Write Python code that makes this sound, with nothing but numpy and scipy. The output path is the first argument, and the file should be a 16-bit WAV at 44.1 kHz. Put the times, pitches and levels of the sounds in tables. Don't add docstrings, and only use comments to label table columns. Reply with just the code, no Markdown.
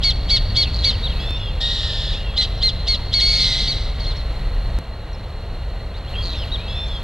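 import sys
import numpy as np
from scipy import signal
from scipy.fft import rfft, irfft
from scipy.io import wavfile
from scipy.ndimage import uniform_filter1d

SR = 44100
rng = np.random.default_rng(int(sys.argv[2]) if len(sys.argv) > 2 else 0)


def master_out(mix):
    frames = np.transpose(np.atleast_2d(mix))
    ceiling = np.clip(frames, -1, 1)
    pcm = np.round(ceiling * 32767).astype(np.int16)
    wavfile.write(sys.argv[1], SR, pcm)


N = 310023
TIME, BINS = np.arange(N) / SR, np.fft.rfftfreq(N, 1 / SR)

# (time [s], gain [dB])
BED_STEPS = [(0, -0.5), (1.305, 3.5), (1.32, -1), (4.785, 0.5), (4.8, -4), (6.075, -2.5), (6.1, 1.5),
             (7.03, 0)]


def gain_of(db):
    return 10 ** (np.asarray(db) / 20)


def unit_rms(x):
    return x / np.sqrt(np.mean(x ** 2) + 1e-20)


def curve_at(points, hz):
    f, value = np.transpose(points)
    return np.interp(np.log(hz + 1), np.log(f + 1), value)


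def follow(rows, t):
    times, *columns = np.transpose(rows)
    return [np.interp(t, times, column) for column in columns]


def add(mix, start, sound):
    part = mix[max(round(start * SR), 0):][:len(sound)]
    part += sound[:len(part)]


def colour(x, gain):
    return irfft(rfft(x) * gain, N)


def flutter(size, hz):
    padded = size + SR // 4
    rolloff = np.sqrt(1 + (np.fft.rfftfreq(padded, 1 / SR) / hz) ** 4)
    return unit_rms(irfft(rfft(rng.standard_normal(padded)) / rolloff))[:size]


def ramp(x):
    return np.clip(x, 0, 1)


def wind(steadiness=0.39, split_hz=48):
    # (time [s], buffeting level [dB], rumble level
    # [dB])
    wind_levels = [(0, -23.5, -25), (.42, -18.5, -23.5), (.8, -34, -22.5), (1.05, -22, -24), (1.499, -29, -27.5),
                   (2.0, -26.5, -27), (3.76, -25, -26), (4.3, -27, -28), (4.47, -19.5, -28), (4.77, -22, -26),
                   (4.84, -35, -31.5), (5.5, -29.5, -30), (6.05, -33.5, -30), (6.18, -26.5, -26.5),
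                   (7.03, -31, -29)]
    # (frequency [Hz], relative level [dB])
    spectrum = [(11, -26), (18, -5.5), (38, 3), (57, 0), (104, -8.5), (275, -27.5), (330, -31), (430, -38),
                (730, -120)]
    noise, out = rng.standard_normal(N), np.zeros(N)
    lows = 1 / (1 + (BINS / split_hz) ** 8)
    for share, db in zip([lows, 1 - lows], follow(wind_levels, TIME)):
        band = unit_rms(colour(noise, share * gain_of(curve_at(spectrum, BINS))))
        envelope = np.sqrt(abs(uniform_filter1d(band ** 2, size=3500)) + 1e-6)
        out += band / envelope ** steadiness * gain_of(db)
    return out


def air(base_db=-38, body_hz=1300, body_share=0.19):
    # (frequency [Hz], relative level [dB])
    spectrum = [(160, -56), (280, -13.5), (441, -4.5), (487, -3.5), (567, -3), (705, -6.5), (1380, -12.5),
                (1750, -15), (1930, -15), (2250, -16.5), (2750, -16.5), (3310, -16.5), (4180, -13.5),
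                (4780, -30.5), (15500, -42)]
    hiss = gain_of(base_db) * unit_rms(colour(rng.standard_normal(N), gain_of(curve_at(spectrum, BINS))))
    body = colour(hiss, 1 / (1 + (BINS / body_hz) ** 2))
    step_db = follow(BED_STEPS, TIME)[0] + 0.5 * flutter(N, hz=6)
    return body * gain_of(body_share * step_db) + (hiss - body) * gain_of(step_db)


def drone(width_hz=14, trim_db=-3):
    # (frequency [Hz], level before the trim [dB])
    tones = [(672.9, -52.5)]
    hum = sum(gain_of(db) * flutter(N, width_hz) * np.sin(2 * np.pi * hz * TIME) for hz, db in tones)
    return np.sqrt(2) * gain_of(trim_db) * hum


def insects(throb_db=1.6):
    # (centre [Hz], width [Hz], base level [dB])
    bands = [(4197, 196, -46.5), (1927, 124, -53.5), (2810, 54, -54.5), (11472, 4, -76.5),
             (11600, 300, -71)]
    chorus = np.zeros(N)
    for hz, width, db in bands:
        bell = np.exp(-((BINS - hz) / width) ** 2)
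        chorus += gain_of(db) * unit_rms(colour(rng.standard_normal(N), bell))
    return chorus * gain_of(follow(BED_STEPS, TIME)[0] + throb_db * flutter(N, hz=25))


def clicks(decay_s=0.00085):
    # (time [s], peak [dB])
    spikes = [(1.308, -18), (4.788, -15)]
    out = np.zeros(N)
    for start, db in spikes:
        add(out, start, gain_of(db) * np.exp(-np.arange(64) / SR / decay_s))
    return out


def field_echo(send, build_s=0.031, returns_per_s=2000):
    # (frequency [Hz], time to fall 60 dB [s])
    decay = [(2000, 3.4), (4300, 1.52), (6000, 1.34), (12000, 0.74)]
    t = np.arange(SR) / SR
    taps = rng.standard_normal(SR) * (rng.random(SR) < returns_per_s / SR) * (1 - np.exp(-t / build_s))
    hz, times, bands = signal.stft(taps, SR, nperseg=256)
    fade = gain_of(-60 * times / curve_at(decay, hz)[:, None])
    tail = signal.istft(bands * fade, SR, nperseg=256)[1]
    return signal.fftconvolve(send, tail / np.linalg.norm(tail))[:N]


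def syllable(length, start_hz, held_hz, end_hz, db, buzz, overtone_db, buzz_hz=176, smear=0.069):
    progress = np.linspace(0, 1, int(length * SR))
    size = len(progress)
    glide = held_hz + (start_hz - held_hz) * (1 - progress) ** 5 + (end_hz - held_hz) * progress ** 2.5
    pitch = glide * (1 + smear * buzz * flutter(size, hz=600) + 0.0058 * flutter(size, hz=122))
    phase = 2 * np.pi * np.cumsum(pitch) / SR
    fifth, octave = np.sin(1.5 * phase), np.sin(2 * phase)
    grit = 1 - buzz + buzz * flutter(size, hz=700)
    tone = np.sin(phase) + gain_of(overtone_db) * grit * (fifth + 0.16 * octave)
    pulses = 1 + buzz * np.cos(2 * np.pi * buzz_hz * length * progress)
    flicker = gain_of(2.5 * flutter(size, hz=60))
    return gain_of(db) * unit_rms(tone * pulses * flicker * signal.windows.tukey(size, 0.35))


def songbirds():
    # (offset [s], length [s], start [Hz], held [Hz], end [Hz], level [dB], buzz [0-1],
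    # overtones [dB])
    phrase = [(0, .042, 3040, 2774, 2520, -37, 0.65, -26), (.076, 0.14, 4407, 4216, 3710, -32, 0.8, -21),
              (0.186, .085, 3950, 3790, 3290, -36, .8, -17),
              (0.225, 0.094, 5600, 5230, 4760, -47, 0.3, -25),
              (.262, 0.052, 3035, 3330, 2480, -34, 0.44, -26), (.38, .056, 3410, 4070, 2940, -27, 0.2, -30),
              (0.539, .078, 2930, 3435, 3360, -35.5, .03, -12.5),
              (.598, 0.151, 3460, 3562, 3560, -31.5, 0.06, -19),
              (0.721, 0.039, 3340, 3900, 4580, -44.5, 0.1, -10),
              (0.736, .13, 3500, 3455, 3070, -35.5, 0.03, -17)]
    # (time [s], gain [dB])
    entries = [(.647, 0), (6.133, -0.5)]
    # (time [s], length [s], top [Hz], level [dB], rise [share of top], fall [share of top])
    whistles = [(1.09, .047, 3380, -36, .13, 0.29), (1.131, 0.24, 2676, -44.5, 0.098, .06),
                (1.33, 0.2, 2910, -43, 0.07, .075), (2.124, 0.21, 2956, -41.5, 0.27, 0.15),
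                (2.222, 0.16, 3320, -42, 0.12, 0.015), (6.144, 0.089, 3284, -32, 0.077, 0.0066),
                (6.552, .31, 2760, -45.5, 0.27, 0.14)]
    # (time [s], length [s], level [dB])
    chips = [(2.575, 0.027, -51), (4.164, 0.021, -48), (5.128, .03, -51)]
    # (start [Hz], held [Hz], end [Hz])
    chip_glide = (6150, 5500, 4960)
    # (time [s], length [s], start [Hz], held [Hz], end [Hz], level [dB])
    chirps = [(5.936, .058, 3100, 3750, 4850, -44), (6.068, .026, 2850, 3150, 3600, -43),
              (6.338, .022, 2350, 2650, 3100, -38)]
    out = np.zeros(N)
    for start, db in entries:
        for offset, *shape in phrase:
            add(out, start + offset, gain_of(db) * syllable(*shape))
    for start, length, hz, db, rise, fall in whistles:
        arch = hz * (1 - rise), hz, hz * (1 - fall)
        add(out, start, syllable(length, *arch, db, buzz=0.062, overtone_db=-23))
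    for start, length, db in chips:
        add(out, start, syllable(length, *chip_glide, db, buzz=0.2, overtone_db=-35))
    for start, *shape in chirps:
        add(out, start, syllable(*shape, buzz=0.58, overtone_db=-29))
    return out


def syrinx(hz, level_db, rough, subharmonic_db, fundamental_db, jitter=0.043, waver=0.0048):
    # (harmonic [number], relative level [dB])
    overtones = [(2, 2), (3, -12), (4, -11.5), (5, -7.5)]
    # (centre [multiple of the pitch], width [Hz], relative level [dB])
    rasp_bands = [(1.68, 263, -6), (2, 236, 1.5), (2.399, 300, -2.5), (2.9, 200, 0), (3.88, 280, -5.5),
                  (4.9, 406, -40)]
    size = len(hz)
    pitch = hz * (1 + jitter * rough * flutter(size, hz=301) + waver * flutter(size, hz=90))
    phase = 2 * np.pi * np.cumsum(pitch) / SR
    tone = sum(gain_of(db) * np.cos(harmonic * phase) for harmonic, db in overtones)
    tone *= 1 + gain_of(subharmonic_db) * np.cos(phase / 2)
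    rasp = np.zeros(size)
    for multiple, width, db in rasp_bands:
        fuzz = flutter(size, width) + 1j * flutter(size, width)
        rasp += gain_of(db) * (fuzz * np.exp(1j * multiple * phase)).real / 2
    power = abs(uniform_filter1d(rasp ** 2, size=60))
    rasp *= np.sqrt(2.08 / (1 + power))
    breath = gain_of(-6) * (0.5 + 1.1 * rough) * rng.standard_normal(size)
    fundamental = gain_of(fundamental_db) * np.cos(phase) * (1 + 0.45 * rough * flutter(size, hz=131))
    crossfade = ((1 - rough) * tone + rough * rasp) / np.hypot(1 - rough, rough)
    voice = fundamental + crossfade + breath
    return np.sqrt(2) * gain_of(level_db) * voice * signal.windows.tukey(size, 0.03)


def crack(t, peak=0.81, at_s=0.01736, width_s=0.0089):
    return peak * np.exp(-((t - at_s) / width_s) ** 2)


def chatter_note(length, break_at, hz, sag, db, subharmonic_db, rough):
    attack_s, scoop_s, break_s, drop_s = 0.026, 0.028, 0.0077, 0.05
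    t = np.arange(int(length * SR)) / SR
    scoop = 1 - ramp(t / scoop_s) ** 2
    held_s = np.maximum(t - scoop_s, 0)
    drop = ramp(1 - (length - t) / drop_s)
    bend = 0.29 * scoop + 0.32 * np.sin(np.pi / 2 * drop) ** 2
    pitch = (hz - sag * held_s) * (1 - bend)
    level_db = db - 25.5 * ramp(1 - t / attack_s) - 39 * held_s - 28.5 * drop ** 2.4
    broken = 0.73 * ramp((t - break_at) / break_s) * (1 - 0.2 * drop)
    softness_db = max(-18.5 - db, 0)
    fundamental_db = -1.5 + 0.19 * softness_db - 60 * bend
    return syrinx(pitch, level_db, ramp(rough + crack(t) + broken), subharmonic_db, fundamental_db)


def scream(glide, start, length, attack, release, db, fade, rough, break_up, full_rough=0.875):
    t = np.arange(int(length * SR)) / SR
    level_db = db + fade * t - 12 * ramp(1 - t / attack) - 12.5 * ramp(1 - (length - t) / release)
    rough = rough + crack(t) + (full_rough - rough) * ramp(t / break_up)
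    pitch = follow(glide, start + t)[0] * (1 + 0.00903 * flutter(len(t), hz=22.1))
    return syrinx(pitch, level_db, ramp(rough), subharmonic_db=-13, fundamental_db=-1)


def owl():
    # (time [s], length [s], break after [s], pitch [Hz], sag [Hz/s], source level [dB],
    # subharmonic depth [dB], base roughness [0-1])
    notes = [(0.016, 0.12, 0.084, 2230, 1076, -12, -12.5, 0.19),
             (.282, 0.12, 0.077, 2258, 1503.5, -11.5, -10.5, 0.14),
             (0.544, 0.12, 0.0803, 2244, 1033, -12, -8, 0.19),
             (0.824, 0.11, 0.0784, 2267, 2018, -12.5, -12.5, 0.21),
             (2.354, 0.12, 0.0546, 2060, 400, -15, -20.5, 0.22),
             (2.607, .115, .08, 2122, 1113.5, -14, -24, 0.16),
             (2.858, .12, 0.085, 2202, 1417, -14, -14.5, 0.21),
             (3.115, 0.12, .08, 2214, 1371, -13, -13, 0.17),
             (3.379, 0.12, 0.048, 2250, 1622, -17.5, -20, 0.3), (3.493, .09, 0.061, 2005, -2, -24, -24, 0),
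             (3.653, .1, 0.069, 2273, 2276, -18.5, -26, 0.1),
             (3.978, 0.11, 0.063, 2200, 1495, -30, -10, 0.28),
             (4.042, 0.11, 0.069, 2142, 1410, -27.5, -24, 0.2),
             (4.139, 0.1, .065, 2173, 1000, -33.5, -14, 0.25)]
    # (time [s], length [s], attack [s], release [s], source level [dB], fade [dB/s],
    # starting roughness [0-1], break-up time [s])
    cries = [(1.599, 0.64, 0.015, 0.094, -21, -14, 0.4, 0.29),
             (3.191, 0.72, 0.032, 0.29, -12.5, -20, 0.11, 0.309)]
    # (time [s], pitch [Hz])
    glides = [
        [(1.6, 1821), (1.71, 1926), (1.82, 1836), (2.2, 1773)],
        [(3.195, 1890), (3.222, 2210), (3.34, 2196), (3.51, 2044), (3.6, 2098), (3.92, 2012)],
    ]
    # (frequency [Hz], gain [dB])
    throat = [(500, -73), (1300, -20), (1800, -18), (2250, -18.5), (2600, -9), (3300, -1.5), (4000, -1),
              (4450, -5), (4900, -10.5), (6300, -21.5), (7000, -21.5), (8300, -24.5), (9300, -35),
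              (15500, -42)]
    colour_depths = [0.89, 0.89]
    throat_db = curve_at(throat, BINS)
    chatter, screams = np.zeros(N), np.zeros(N)
    for start, *shape in notes:
        add(chatter, start, chatter_note(*shape))
    for (start, *shape), glide, depth in zip(cries, glides, colour_depths):
        cry = np.zeros(N)
        add(cry, start, scream(glide, start, *shape))
        screams += colour(cry, gain_of(depth * throat_db))
    return colour(chatter, gain_of(throat_db)) + screams


def scene():
    near, far = owl(), songbirds()
    echo = field_echo(gain_of(-16) * near + gain_of(-10) * far)
    mono = near + far + echo + wind() + air() + drone() + insects() + clicks()
    return np.array([mono, mono])


def record(dry, cutoff_hz=15750):
    pair = np.array([np.append(0, dry[0, :-1]), dry[1]])
    lowpass = signal.firwin(511, cutoff_hz, window=("kaiser", 9), fs=SR)
    return signal.oaconvolve(pair, lowpass[None], "same")


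dry = scene()
out = record(dry)
master_out(out)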